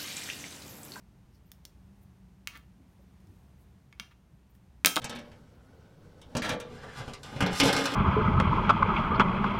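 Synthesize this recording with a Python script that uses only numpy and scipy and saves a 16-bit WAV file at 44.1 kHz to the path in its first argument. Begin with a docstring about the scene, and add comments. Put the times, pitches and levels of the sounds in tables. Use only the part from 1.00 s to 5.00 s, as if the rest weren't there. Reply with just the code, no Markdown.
"""First comes a low room rumble with hum and faint hiss, shaped from noise around a sine; a drone swells in it.
Just above a cutting mat in a small quiet room, close to the microphone, one hand spins a plastic pen.
Skin hisses, the hand rustles and fingers thud: stick-slip grains in soft bands, and short sine pulses.
The cap ticks; twice the tip taps the mat and drags a little; at last the pen slips, clacks down and bounces.
Each contact is a sharp push with a chatter of loose parts, setting decaying modes ringing in the room."""
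import sys
import numpy as np
from scipy import signal
from scipy.fft import rfft, irfft
from scipy.io import wavfile
from scipy.ndimage import uniform_filter1d

SR = 44100
rng = np.random.default_rng(int(sys.argv[2]) if len(sys.argv) > 2 else 0)


def int16_out(signal):
    """Quantize to a 16-bit WAV file."""
    q = np.round(np.clip(np.atleast_2d(signal).T, -1, 1) * 32767)
    wavfile.write(sys.argv[1], SR, q.astype(np.int16))


N = 176400  # 4 s
TOP_HZ = 16000  # upper limit of the recorder, also of skin hiss and contact shapes


def undb(db):
    """Decibels to gain."""
    return 10 ** (np.asarray(db) / 20)


def unit(x):
    """Scale to rms 1."""
    return x / np.sqrt(np.mean(x ** 2))


def conv(x, h):
    """Pass x through the response h, keeping the length of x."""
    return signal.fftconvolve(x, h)[:len(x)]


def colour(x, points, size=2048):
    """Minimum-phase filter through (f/Hz, level/dB) points, so nothing sounds before its cause."""
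    hz, db = np.array(points, float).T
    f = np.maximum(np.fft.rfftfreq(size, 1 / SR), 1)
    gain_db = np.interp(np.log(f), np.log(np.sort(hz)), db)
    # Folding the cepstrum onto positive times makes the response causal
    cepstrum = irfft(np.log(undb(gain_db)))
    cepstrum[1:size // 2] *= 2
    cepstrum[size // 2 + 1:] = 0
    return conv(x, irfft(np.exp(rfft(cepstrum))))


def walk(rate):
    """Slow random drift of rms 1, from random steps at this rate (Hz) smoothed twice."""
    k = int(SR / rate)
    steps = np.repeat(rng.standard_normal(N // k + 1), k)
    smooth = uniform_filter1d(uniform_filter1d(steps, k), k)
    return unit(smooth[:N])


def swell(t, middle, half):
    """Bell-shaped rise and fall; half is its standard deviation in seconds."""
    return np.exp(-.5 * ((t - middle) / half) ** 2)


def grains(per_s, spread_db):
    """Dense stick-slip clicks of uneven size, at rms 1."""
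    happens = rng.random(N) < per_s / SR
    size = rng.standard_normal(N) * undb(spread_db * rng.standard_normal(N))
    return unit(happens * size)


# Spectrum of the room air at the microphone: f/Hz, relative density/dB per Hz
AIR_SPECTRUM = [(15, -42), (25, -27.5), (35, -18.5), (50, -1), (70, 0), (100, -7), (125, -2.5), (150, -9),
                (187, -5.5), (240, -15.5), (330, -18), (500, -26), (870, -25.5), (1260, -31), (2080, -34),
                (4940, -41.5), (6300, -41.5), (7900, -45.5), (9000, -42), (10500, -48.5), (12000, -44.5),
                (16000, -51.5)]


def air(t):
    """Room rumble and hiss, coloured noise drifting slowly in level, with a steady mains hum."""
    level_db = -58 + 0.82 * walk(2.91)  # drift in dB rms
    noise = unit(colour(rng.standard_normal(N), AIR_SPECTRUM, size=16384))
    hum = unit(np.sin(2 * np.pi * 61 * t))
    return noise * undb(level_db) + undb(-69.5) * hum


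# Level of the low drone in the room: t/s, level/dB
DRONE_LEVEL = [(0, -73), (.6, -66.5), (.9, -61.5), (1.4, -63), (2.2, -67), (4, -75.5)]


def drone(t):
    """A narrow low resonance of the room, noise in a thin band, that swells and wavers."""
    centre_hz, width_hz, waver_db = 188, 23, 2
    edges = [centre_hz - width_hz / 2, centre_hz + width_hz / 2]
    band = signal.butter(2, edges, "band", fs=SR, output="sos")
    tone = signal.sosfilt(band, rng.standard_normal(N))
    wavering = unit(tone * undb(waver_db * walk(8.2)))
    return wavering * undb(np.interp(t, *np.array(DRONE_LEVEL).T))


# Colour of the room's tail: f/Hz, level/dB
ROOM_COLOUR = [(100, 1), (300, 7.5), (450, 4.5), (700, 5), (1200, -0.5), (1900, -3.5), (2500, -2.5),
               (3500, -4.5), (5000, -2.5), (9000, -2), (15000, -2)]


def room(x, wet_db):
    """One reflection from things close by on the desk, then a diffuse tail whose treble dies first."""
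    t60_s, treble_t60_s, build_s = 0.3, 0.25, 0.0031
    echo_s, echo_db = .0034, -17.5
    t = np.arange(SR // 2) / SR
    noise = rng.standard_normal(len(t))
    low = signal.sosfilt(signal.butter(1, 4000, fs=SR, output="sos"), noise)
    treble = noise - low
    tail = low * undb(-60 * t / t60_s) + treble * undb(-60 * t / treble_t60_s)
    tail = tail * (1 - np.exp(-t / build_s))
    h = undb(wet_db) * colour(tail / np.linalg.norm(tail), ROOM_COLOUR)
    h[int(echo_s * SR)] += undb(echo_db)
    return x + conv(x, h)


# Skin brushing the barrel, close: middle t/s, half length/s, level/dB, centre f/Hz, width/octaves
RUBS = [(.355, .016, -75.5, 5040, .2), (.355, 0.02, -79, 12000, .5), (.472, .012, -75, 14000, 0.17),
        (1.03, 0.01, -76, 13000, 0.4), (1.02, .05, -82, 12000, 0.61), (1.927, 0.03, -83, 12000, .5),
        (2.025, 0.01, -80, 14000, .25), (2.36, 0.084, -82.5, 12000, 0.82), (2.62, .02, -75.5, 12500, 0.59),
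        (3.51, .009, -74, 14000, .2), (3.558, 0.012, -74.5, 13000, 0.61)]
# The hand shifting close to the microphone: same columns as the rubs
RUSTLES = [(1.82, 0.047, -62.5, 248, 0.3), (2.024, 0.062, -74, 300, 0.52), (2.325, 0.046, -64, 242, 0.46)]
# Soft finger thuds: t/s, level/dB, f/Hz
THUDS = [(.25, -49, 58.7), (0.501, -51.5, 75.4), (0.859, -53, 63), (1.059, -49.5, 98), (2.0, -64, 560),
         (2.252, -57, 152), (2.304, -43.5, 84), (2.883, -51, 138), (3.012, -49, 207), (3.34, -50, 141)]


def fingers(t):
    """Thin hiss of skin on plastic, rustle of the hand, and dull thuds as the fingers swing and catch."""
    thud_s = 0.0066  # half length
    f = np.maximum(np.fft.rfftfreq(N, 1 / SR), 1)
    friction, out = rfft(grains(5000, 1.5)), np.zeros(N)
    for at, half, db, hz, octaves in RUBS + RUSTLES:
        band = np.exp(-.5 * (np.log2(f / hz) / octaves) ** 2) * (f < TOP_HZ)
        hiss = unit(irfft(friction * band, N))
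        out += undb(db) * hiss * swell(t, at, half)
    for at, db, hz in THUDS:
        wave = np.sin(2 * np.pi * (hz * (t - at) + rng.random()))
        out += undb(db) * swell(t, at, thud_s) * wave
    return out


def ring(x, modes):
    """The bare force plus the decaying modes that it sets ringing."""
    t = np.arange(SR // 2) / SR
    h = np.zeros(len(t))
    for hz, t60, db in modes:
        rate = np.log(1000) / t60  # 60 dB of decay in t60
        h += undb(db) * rate / SR * np.exp(-rate * t) * np.cos(2 * np.pi * hz * t)
    return x + conv(x, h)


def blows(rows, rattle_s, size=4096):
    """Each contact is one sharp push, followed by a few milliseconds of chatter from the loose parts."""
    out, t = np.zeros(N + size), np.arange(size) / SR
    # The loose parts are too light to rattle below 1350 Hz
    light = signal.butter(2, 1350, "high", fs=SR, output="sos")
    for at, db, hz, thud_db, top_db, rattle_db in rows:
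        chatter = signal.sosfilt(light, rng.standard_normal(size) * np.exp(-t / rattle_s))
        push = undb(rattle_db) * chatter / np.linalg.norm(chatter)
        push[0] += 1
        shape = [(50, thud_db - 0.5), (220, thud_db), (hz / 2.8, thud_db),
                 (hz / 1.32, 0), (hz * 1.16, 0), (TOP_HZ, top_db)]
        start = int(at * SR)
        out[start:start + size] += undb(db) * colour(push, shape)
    return out[:N]


# Ticks in the hand, before ringing and room:
# t/s, level/dB, strongest f/Hz, thud/dB, top treble/dB, rattle of loose parts/dB
TICKS = [(.5175, -25, 3840, -5.5, 1.5, -5.5), (.6523, -21.5, 5440, -7, -6, -1),
         (2.2035, -47, 8000, -5, -6, -4), (2.2715, -45.5, 9000, -7, -15, 0.5),
         (3.5518, -47.5, 9000, 1.5, 0, -3)]
# Ringing of the cap: f/Hz, t60/s, strength/dB
CAP_MODES = [(1850, 0.0087, 12), (3400, 0.0086, 8.5), (3500, 0.052, 11), (5200, 0.098, 8), (5450, 0.029, 9),
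             (6200, 0.057, -5), (9500, 0.039, 4), (13500, .01, 4)]


def ticks():
    """Small sharp contacts in the hand make the cap ring."""
    return room(ring(blows(TICKS, rattle_s=0.0036), CAP_MODES), wet_db=-10)


# The tip dragging on the mat, before ringing and room: middle t/s, half length/s, level/dB
DRAGS = [(1.533, 0.01, -62), (1.559, 0.0085, -54), (1.583, .015, -69.5), (3.03, 0.041, -72),
         (3.117, 0.0069, -65)]
# Colour of the drag: f/Hz, level/dB
DRAG_COLOUR = [(300, -6), (800, -16), (1200, -4), (1800, -1), (2500, -5), (3500, -4), (7000, -17.5),
               (15000, -21)]


def drag(t):
    """The tip catches and slips on the mat, in dense clicks that follow its pressure."""
    pressure = sum(undb(db) * swell(t, at, half) for at, half, db in DRAGS)
    slips = grains(8000, 2)
    return unit(colour(slips, DRAG_COLOUR)) * pressure


# Tip contacts on the mat, two of them loud: same columns as the ticks
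TAPS = [(1.4733, -7, 2380, -15, -9, -4), (1.5737, -33, 3000, -15, 3, -5),
        (2.9268, -25.5, 2590, -10, -25, -2.5), (2.9981, -9, 2770, -12, -19, 0.5),
        (3.1158, -53, 1900, -10, -21, -11)]
# Ringing of the tip on the mat: f/Hz, t60/s, strength/dB
TIP_MODES = [(970, 0.045, 16.5), (1160, .04, 18), (1390, 0.02, 9), (1730, 0.038, 16), (2050, 0.028, 6),
             (2360, 0.17, 4), (2530, 0.035, 12.5), (2740, 0.12, -26), (2920, 0.055, -21), (4330, 0.05, -12),
             (5800, 0.042, -14), (9600, .015, -16)]


def taps(t):
    """Taps and drags on the mat excite the same ringing of the tip."""
    force = blows(TAPS, rattle_s=0.0025) + drag(t)
    return room(ring(force, TIP_MODES), wet_db=-8)


# The pen clacking down end over end and bouncing: same columns as the ticks
DROP = [(3.8478, 13, 2360, -8.5, -21.5, -7.5), (3.8589, 3, 4660, -5.5, 0.5, 8),
        (3.8702, 6, 2370, -7.5, -20, -4), (3.959, -2, 4360, -17, -14, 0), (3.9655, 0.5, 3250, 2.5, -14, -1),
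        (3.9702, 6.5, 1060, -32, -39, -13), (3.972, 11.5, 1006, -21.5, -71, 3.5),
        (3.9787, -10, 3970, -9, -19, -21)]
# Ringing of the whole barrel: f/Hz, t60/s, strength/dB
BARREL_MODES = [(288, 0.13, 4), (320, 0.063, 4.5), (560, 0.02, -5), (830, .04, 1), (1020, 0.062, 2),
                (1310, 0.04, 5.5), (2500, 0.0086, 7), (3730, 0.004, 6), (4670, .02, -13), (6430, .04, -7),
                (6930, 0.02, 11), (8400, 0.014, 10.5), (8700, 0.018, 15), (13900, 0.018, 2)]


def fall():
    """A quick run of hard blows makes the whole barrel ring."""
    return room(ring(blows(DROP, rattle_s=0.0019), BARREL_MODES), wet_db=-7.5)


def bend(x, order=3):
    """Bending waves lag in the barrel around 3560 Hz: all-pass stages smear each push into a brief chirp."""
    lag_hz, width_hz = 3560, 7900
    _, a = signal.iirpeak(lag_hz, lag_hz / width_hz, fs=SR)
    for _ in range(order):
        x = signal.lfilter(a[::-1], a, x)
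    return x


# Hard things on the desk, ringing along with the taps and the fall: f/Hz, t60/s, strength/dB
DESK_MODES = [(1295, .16, 11), (1594, 0.079, 7.5), (2290, 0.43, -3), (2220, 0.073, 13), (2417, 0.29, -16),
              (2630, 0.17, -15), (2800, 0.15, 14), (3180, 0.22, 13), (2950, 0.25, -41)]
# Overall colour of the pen at the microphone: f/Hz, level/dB
PEN_COLOUR = [(25, -19), (100, -1), (300, 3), (420, 0), (800, -1.5), (3000, -1), (7000, -1), (7700, -8),
              (8700, -4), (10300, -2.5), (13000, -3.5), (15400, 1), (16000, -3)]


def scene():
    """Room air and drone, the hand, then ticks, taps on the mat and the fall, in one room."""
    t = np.arange(N) / SR
    background = air(t) + drone(t)
    on_desk = ring(taps(t) + fall(), DESK_MODES)
    pen = colour(bend(ticks() + on_desk), PEN_COLOUR)
    return (background + fingers(t) + pen)[None]


def record(dry):
    """The recorder rounds the loudest peaks and cuts the top."""
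    ceiling = .75  # of full scale
    limited = ceiling * np.tanh(dry / ceiling)
    return signal.sosfilt(signal.ellip(10, .2, 70, TOP_HZ, fs=SR, output="sos"), limited)


dry = scene()
out = record(dry)
int16_out(out)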